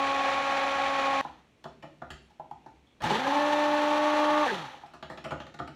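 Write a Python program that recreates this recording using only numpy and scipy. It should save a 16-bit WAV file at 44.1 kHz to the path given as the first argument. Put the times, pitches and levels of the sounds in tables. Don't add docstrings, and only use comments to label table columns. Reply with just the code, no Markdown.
import sys
import numpy as np
from scipy import signal
from scipy.fft import rfft, irfft
from scipy.io import wavfile
from scipy.ndimage import uniform_filter1d

SR = 44100
rng = np.random.default_rng(int(sys.argv[2]) if len(sys.argv) > 2 else 0)


def wrap_up_sound(samples):
    columns = np.atleast_2d(samples).T
    tamed = np.clip(columns, -1, 1)
    steps = np.round(tamed * 32767).astype(np.int16)
    wavfile.write(sys.argv[1], SR, steps)


def field_ratio(decibels):
    return 10 ** (np.asarray(decibels, dtype=float) / 20)


N = 253575

# pitch_hz, width_hz, loaded_db, free_db, knocked_db (relative levels)
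BODY = [(70, 23, -9, -20, -7.5), (150, 12.4, -9, -9.5, 3.5), (238, 110, -15, -13.5, 2.5),
        (350, 26, -22, -11, 1.5), (544, 71, 0.5, -2.5, -9.5), (666, 69, -4.5, -15, 1),
        (777, 87, 7.5, -30, -25), (859, 182, -0.5, 4.5, 2.5), (1247, 410, -3, -4, 1.5),
        (1782, 530, -5.5, -6.5, -2), (2363, 370, -4.5, -15, -18), (3140, 2370, -65, -11.5, -11.5),
        (6040, 610, -23.5, -23.5, -22.5), (7000, 310, -24, -27.5, -20), (11100, 2100, -54, -41.5, -65)]
# pitch_hz, loaded_db, free_db (relative levels)
CHURN = [(60, -38, -43), (292, -12.5, -11), (3240, -10, -23), (4700, -17, -25), (7400, -32, -37),
         (14300, -51, -51)]
# multiple of the turns, loaded_db, mid_run_change_db, free_db at full speed, growth_db_per_s
SHAFT = [(1, -40, -5, -33.5, 2), (2, -37, -1.5, -30, 1), (3, -35, -5.5, -36.5, -1),
         (4, -31.5, -3, -51, 19.5), (5, -52.5, 9, -48, 4), (6, -54.5, 11.5, -42, -6),
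         (7, -46.5, -2, -58, 10.5), (8, -54, 6, -51, -1.5), (9, -48.5, 1.5, -52.5, 3)]


def read(points, hz):
    f, value = np.transpose(points)
    return np.interp(np.log(hz + 1), np.log(f + 1), value)


def evened(x):
    return x / np.sqrt(np.mean(x ** 2) + 1e-20)


def add(mix, start_s, sound):
    part = mix[round(start_s * SR):][:len(sound)]
    part += sound[:len(part)]


def wander(size, per_s):
    span = max(round(SR / per_s), 1)
    smooth = uniform_filter1d(rng.standard_normal(size), span)
    return evened(uniform_filter1d(smooth, span))


def coloured(x, gain):
    return irfft(rfft(x) * gain(np.fft.rfftfreq(len(x), 1 / SR)), len(x))


def narrow_band(start_s, length_s, pitch_hz, width_hz, level_db):
    size = round(length_s * SR)
    noise = rng.standard_normal(size)
    band = coloured(noise, lambda hz: 1 / (1 + (2 * (hz - pitch_hz) / width_hz) ** 2))
    fades = signal.windows.tukey(size, min(1, 900 / size))
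    return start_s, field_ratio(level_db) * evened(band) * fades


def churn(size, column, lumpy_db=1.0, lumps_per_s=120):
    drive = rng.standard_normal(size) * field_ratio(lumpy_db * wander(size, lumps_per_s))

    def gain(hz):
        rings = 0
        for row in BODY:
            resonance = 1 / (1 + (2 * (hz - row[0]) / row[1]) ** 2) ** 2
            rings = rings + field_ratio(2 * row[column + 1]) * resonance
        broad_db = read(np.array(CHURN)[:, [0, column]], hz)
        return np.sqrt(rings + field_ratio(2 * broad_db))

    out = coloured(drive, gain)
    return out / np.std(coloured(out, lambda hz: hz > 1250))


def motor(t, speed, churn_db, tones_db, ring_hz, column):
    # multiple of roll, multiple of slip, relative level_db
    coupling = [(3, -4, -39), (3, 0, 2), (3, 1, 0.5), (3, 4, -0.5), (4, 0, 2.5), (4, 1, -5), (5, 1, -10),
                (6, 2, -12), (6, 3, -16)]
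    # time_s, level_db
    rattle = [(3.2, -76), (3.27, -38), (3.6, -42.5), (4.43, -36.5), (4.47, -38), (4.5, -68)]
    ring_width_hz, ring_lift_db = 30, 6
    stumble_db, stumble_db_per_octave = -5, 0.5
    coast_stumble = .55

    change = np.gradient(speed)
    climbing = change > 0
    stumble = np.minimum(abs(change * SR) / 400, 1) * np.where(climbing, 1, coast_stumble)
    stumble = uniform_filter1d(stumble, size=2000)
    angle = 2 * np.pi * np.cumsum(speed) / SR
    angle = angle + (0.01 + 0.59 * stumble) * wander(len(t), 98)

    def tone(multiple, db, waver_db):
        level_db = db + (waver_db + 5.5 * stumble) * wander(len(t), 36)
        return np.sqrt(2) * field_ratio(level_db) * np.sin(multiple * angle + 2 * np.pi * rng.random())

    out = 0
    for (multiple, *_), db in zip(SHAFT, tones_db):
        lift_db = ring_lift_db / (1 + (2 * (multiple * speed - ring_hz) / ring_width_hz) ** 2)
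        loss_db = (stumble_db + stumble_db_per_octave * np.log2(multiple)) * stumble
        out += tone(multiple, db + lift_db + loss_db, 0.3 * multiple ** 0.9)
    rattle_db = np.interp(t, *np.transpose(rattle), left=-200, right=-200)
    for roll, slip, db in coupling:
        out += tone((14 * roll + slip) / 15, rattle_db + db, 0.96)
    unrest_db = 2.4 * stumble * climbing * wander(len(t), 35)
    return t[0], out + field_ratio(churn_db + unrest_db) * churn(len(t), column)


def loaded_run():
    turns_hz, sag_from_s, sag_hz_per_s, end_s = 275.5, .85, 7.52, 1.2125
    t = np.arange(0, end_s, 1 / SR)
    speed = turns_hz - sag_hz_per_s * np.maximum(t - sag_from_s, 0)
    arch = np.sin(np.pi * t / end_s)
    tones_db = [db + change_db * arch for _, db, change_db, _, _ in SHAFT]
    return motor(t, speed, -34.5, tones_db, ring_hz=810, column=1)


def hum():
    return narrow_band(0, N / SR, pitch_hz=65.8, width_hz=7.4, level_db=-65.5)


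def hush():
    # pitch_hz, relative level_db
    colour = [(15, -22), (25, 1), (233, 0), (1660, -16.5), (2170, -13), (2360, -12.5), (4750, -22.5),
              (6550, -26.5), (15500, -44.5)]
    noise = coloured(rng.standard_normal(N), lambda hz: field_ratio(read(colour, hz)))
    return field_ratio(-64 + 0.5 * wander(N, 18)) * evened(noise)


def coasting_churn():
    # time_s, level_db
    fade = [(1.215, -50), (1.3, -57), (1.499, -78)]
    s, db = np.transpose(fade)
    t = np.arange(s[0], s[-1], 1 / SR)
    return s[0], field_ratio(np.interp(t, s, db)) * churn(len(t), 2)


def knock(start_s, spot, strength_db, bright_db, slide_ms):
    spots = {"wall": (-15, -17, -21.5, -19.5, -22), "rim": (0.5, 1, 4.5, 6, 3),
             "base": (6.5, 4, -12, -13, -16), "side": (-1, 0, -0.5, 5.5, 0.5)}
    brightening_db = bright_db * np.array([0, .3, .6, 1, 1.2])
    mid_db, upper_db, high_db, treble_db, air_db = np.add(spots[spot], brightening_db)
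    thud_db = max(mid_db, upper_db + 2.5, -8) - 7
    blow = [(380, thud_db), (500, mid_db), (720, mid_db), (790, 0), (950, 0), (1150, upper_db),
            (1450, upper_db), (1750, high_db), (2300, high_db), (2900, treble_db), (4500, treble_db),
            (6000, air_db)]

    t = np.arange(round(.2 * SR)) / SR
    clumps = field_ratio(1.9 * wander(len(t), 321))
    tick = .5 * np.exp(-t / 0.0031)
    slide = 0.65 * clumps * (1 - np.exp(-t / 0.002)) * np.exp(-1000 * t / max(slide_ms, 1))
    scrape = rng.standard_normal(len(t)) * (tick + slide)

    start = slice(round(.04 * SR))
    broad = coloured(scrape, lambda hz: field_ratio(read(np.array(CHURN)[:, [0, 2]], hz)) * (hz > 400))
    broad = coloured(broad / np.std(broad[start]), lambda hz: field_ratio(read(blow, hz)))
    out = field_ratio(strength_db - 15.0) * broad
    chances = rng.uniform(-1, 1, (len(BODY), 3))
    for (hz, width, _, _, db), (pitch, strength, phase) in zip(BODY, chances):
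        damped = .5 * width + .14 * hz
        wave = np.sin(2 * np.pi * hz * (1 + .025 * pitch) * t + np.pi * phase)
        ring = t * np.exp(-np.pi * damped * t) * wave
        rung = signal.fftconvolve(scrape, ring)[:len(t)]
        level_db = strength_db + db + 1.38 * strength + read(blow, hz)
        out += field_ratio(level_db) * rung / (5.54 * np.std(rung[start]))
    return start_s, out * np.cos(np.pi / 2 * t / t[-1])


def kitchen(x):
    # pitch_hz, t60_s
    decay = [(120, 0.71), (330, 0.56), (870, 0.3), (2300, 0.4), (6000, 0.48), (14000, 0.13)]
    taps = np.zeros(SR)
    at = np.arange(220, SR - 20, 20)
    taps[at + rng.integers(0, 20, len(at))] = rng.choice([-1., 1.], len(at))
    hz, t, z = signal.stft(taps, SR, nperseg=256)
    fade = field_ratio(-60 * t / read(decay, hz)[:, None])
    tail = signal.istft(z * fade, SR, nperseg=256)[1]
    return signal.fftconvolve(x, tail / np.linalg.norm(tail))[:N]


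def thump(start_s, level_db):
    t = np.arange(round(.4 * SR)) / SR
    shape = t / 0.017 * np.exp(1 - t / 0.018)
    cycles = np.sin(2 * np.pi * 68 * t) + .5 * np.sin(2 * np.pi * 42 * t)
    return start_s, field_ratio(level_db) * shape * cycles


def whistle(start_s, length_s, pitch_hz, width_hz, level_db):
    return narrow_band(start_s, length_s, pitch_hz, width_hz, level_db)


def free_run():
    on_s, off_s, still_s, settled_s = 3.0, 4.442, 4.95, 3.5
    kick_hz, full_hz, climb_s, climb_shape, drag_s = 100, 297.2, .162, 1.5, .185
    ease_hz, ease_at_s, ease_over_s = 3.1, 3.94, .07
    catch_db, catch_s = -40, 0.026
    fade_db_per_s, fade_knee_s = 121, 0.39
    slow_db_per_octave = 6.5
    stall_db_per_s, stall_after_s = -150, .19
    unpowered_db, unpowered_db_per_octave = -1, -4

    t = np.arange(on_s, still_s, 1 / SR)
    on, off = t - on_s, np.maximum(t - off_s, 0)
    full = full_hz + ease_hz * (1 + np.tanh((t - ease_at_s) / ease_over_s)) / 2
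    climbing = full - (full - kick_hz) * np.exp(-(on / climb_s) ** climb_shape)
    speed = climbing / (1 + off / drag_s)

    envelope_db = catch_db * np.exp(-(on / catch_s) ** 2)
    envelope_db = envelope_db - fade_db_per_s * off ** 2 / (off + fade_knee_s)
    slow_db = slow_db_per_octave * np.log2(speed / full)
    slow_db += stall_db_per_s * np.maximum(off - stall_after_s, 0)
    settled = np.clip(t, settled_s, off_s) - settled_s
    cut = np.minimum(off / .02, 1)
    tones_db = []
    for multiple, _, _, db, growth in SHAFT:
        cut_db = cut * (unpowered_db + unpowered_db_per_octave * np.log2(multiple))
        tones_db.append(db + growth * settled + envelope_db + slow_db + cut_db)
    return motor(t, speed, -36 + envelope_db, tones_db, ring_hz=872, column=2)


def scene():
    # start_s, spot, strength_db near 850 Hz before the mix, brightness_db, slide_ms
    knocks = [(1.249, "wall", -31.5, -13, 4.7), (1.641, "rim", -50, 1.2, 4.7),
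              (1.654, "base", -44, -9, 7.7), (1.825, "rim", -50.5, 0.5, 17), (1.835, "base", -46, -14, 7.3),
              (2.018, "base", -42.5, 1.5, 14), (2.104, "side", -46, 8.5, 15), (2.303, "wall", -58, 18, 9.4),
              (2.397, "wall", -35.5, -3, 5.2), (2.512, "wall", -35, 1.5, 1.7), (2.661, "wall", -39, 4, 18),
              (3.004, "rim", -44.5, -6, 16), (3.019, "rim", -42.5, 4.5, 15),
              (3.039, "wall", -26, 13.5, 5.6), (3.072, "wall", -34, 11, 4.4), (3.096, "rim", -40, 0, 12),
              (3.105, "wall", -20.5, 10, 8), (4.742, "wall", -42, -8, 4.7), (4.836, "wall", -41.5, -2, 4.3),
              (4.861, "rim", -60.5, 5, 23), (4.936, "side", -48, 0, 18), (5.026, "side", -40, -1.5, 14),
              (5.099, "rim", -39.5, -5.5, 25), (5.174, "rim", -46, 0, 13), (5.241, "rim", -43.5, 3.2, 24),
              (5.253, "base", -40, -6, 8.2), (5.307, "rim", -38.5, -4, 14), (5.317, "base", -37, -3, 10.5),
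              (5.401, "side", -41, -1, 15), (5.466, "rim", -48, -4, 11), (5.541, "side", -48, 1, 10),
              (5.589, "rim", -42, -3, 7.6), (5.599, "base", -39.5, 7, 11),
              (5.676, "side", -43.5, -2.5, 8.5)]
    # start_s, level_db
    thumps = [(2.111, -44), (3.021, -40.5)]
    # start_s, length_s, pitch_hz, width_hz, level_db
    whistles = [(2.21, .08, 9900, 150, -86), (2.864, 0.083, 3430, 350, -72),
                (4.468, 0.048, 1720, 350, -31.5)]
    whirr, taps = np.zeros((2, N))
    add(whirr, *loaded_run())
    add(whirr, *hum())
    add(whirr, *coasting_churn())
    for row in knocks:
        add(taps, *knock(*row))
    for row in thumps:
        add(whirr, *thump(*row))
    for row in whistles:
        add(whirr, *whistle(*row))
    add(whirr, *free_run())
    return (whirr + field_ratio(2.5) * taps + field_ratio(-1.5) * kitchen(taps) + hush())[None]


def roll_off(x):
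    return signal.sosfilt(signal.butter(12, 15710, fs=SR, output="sos"), x)


def record(dry):
    def microphone(hz):
        dip_db = -6 / (1 + ((hz - 4900) / 200) ** 2)
        return field_ratio(dip_db) * hz ** 2 / (hz ** 2 + 45 ** 2)

    heard = coloured(dry[0], microphone)
    return roll_off(heard[None])


dry = scene()
out = record(dry)
wrap_up_sound(out)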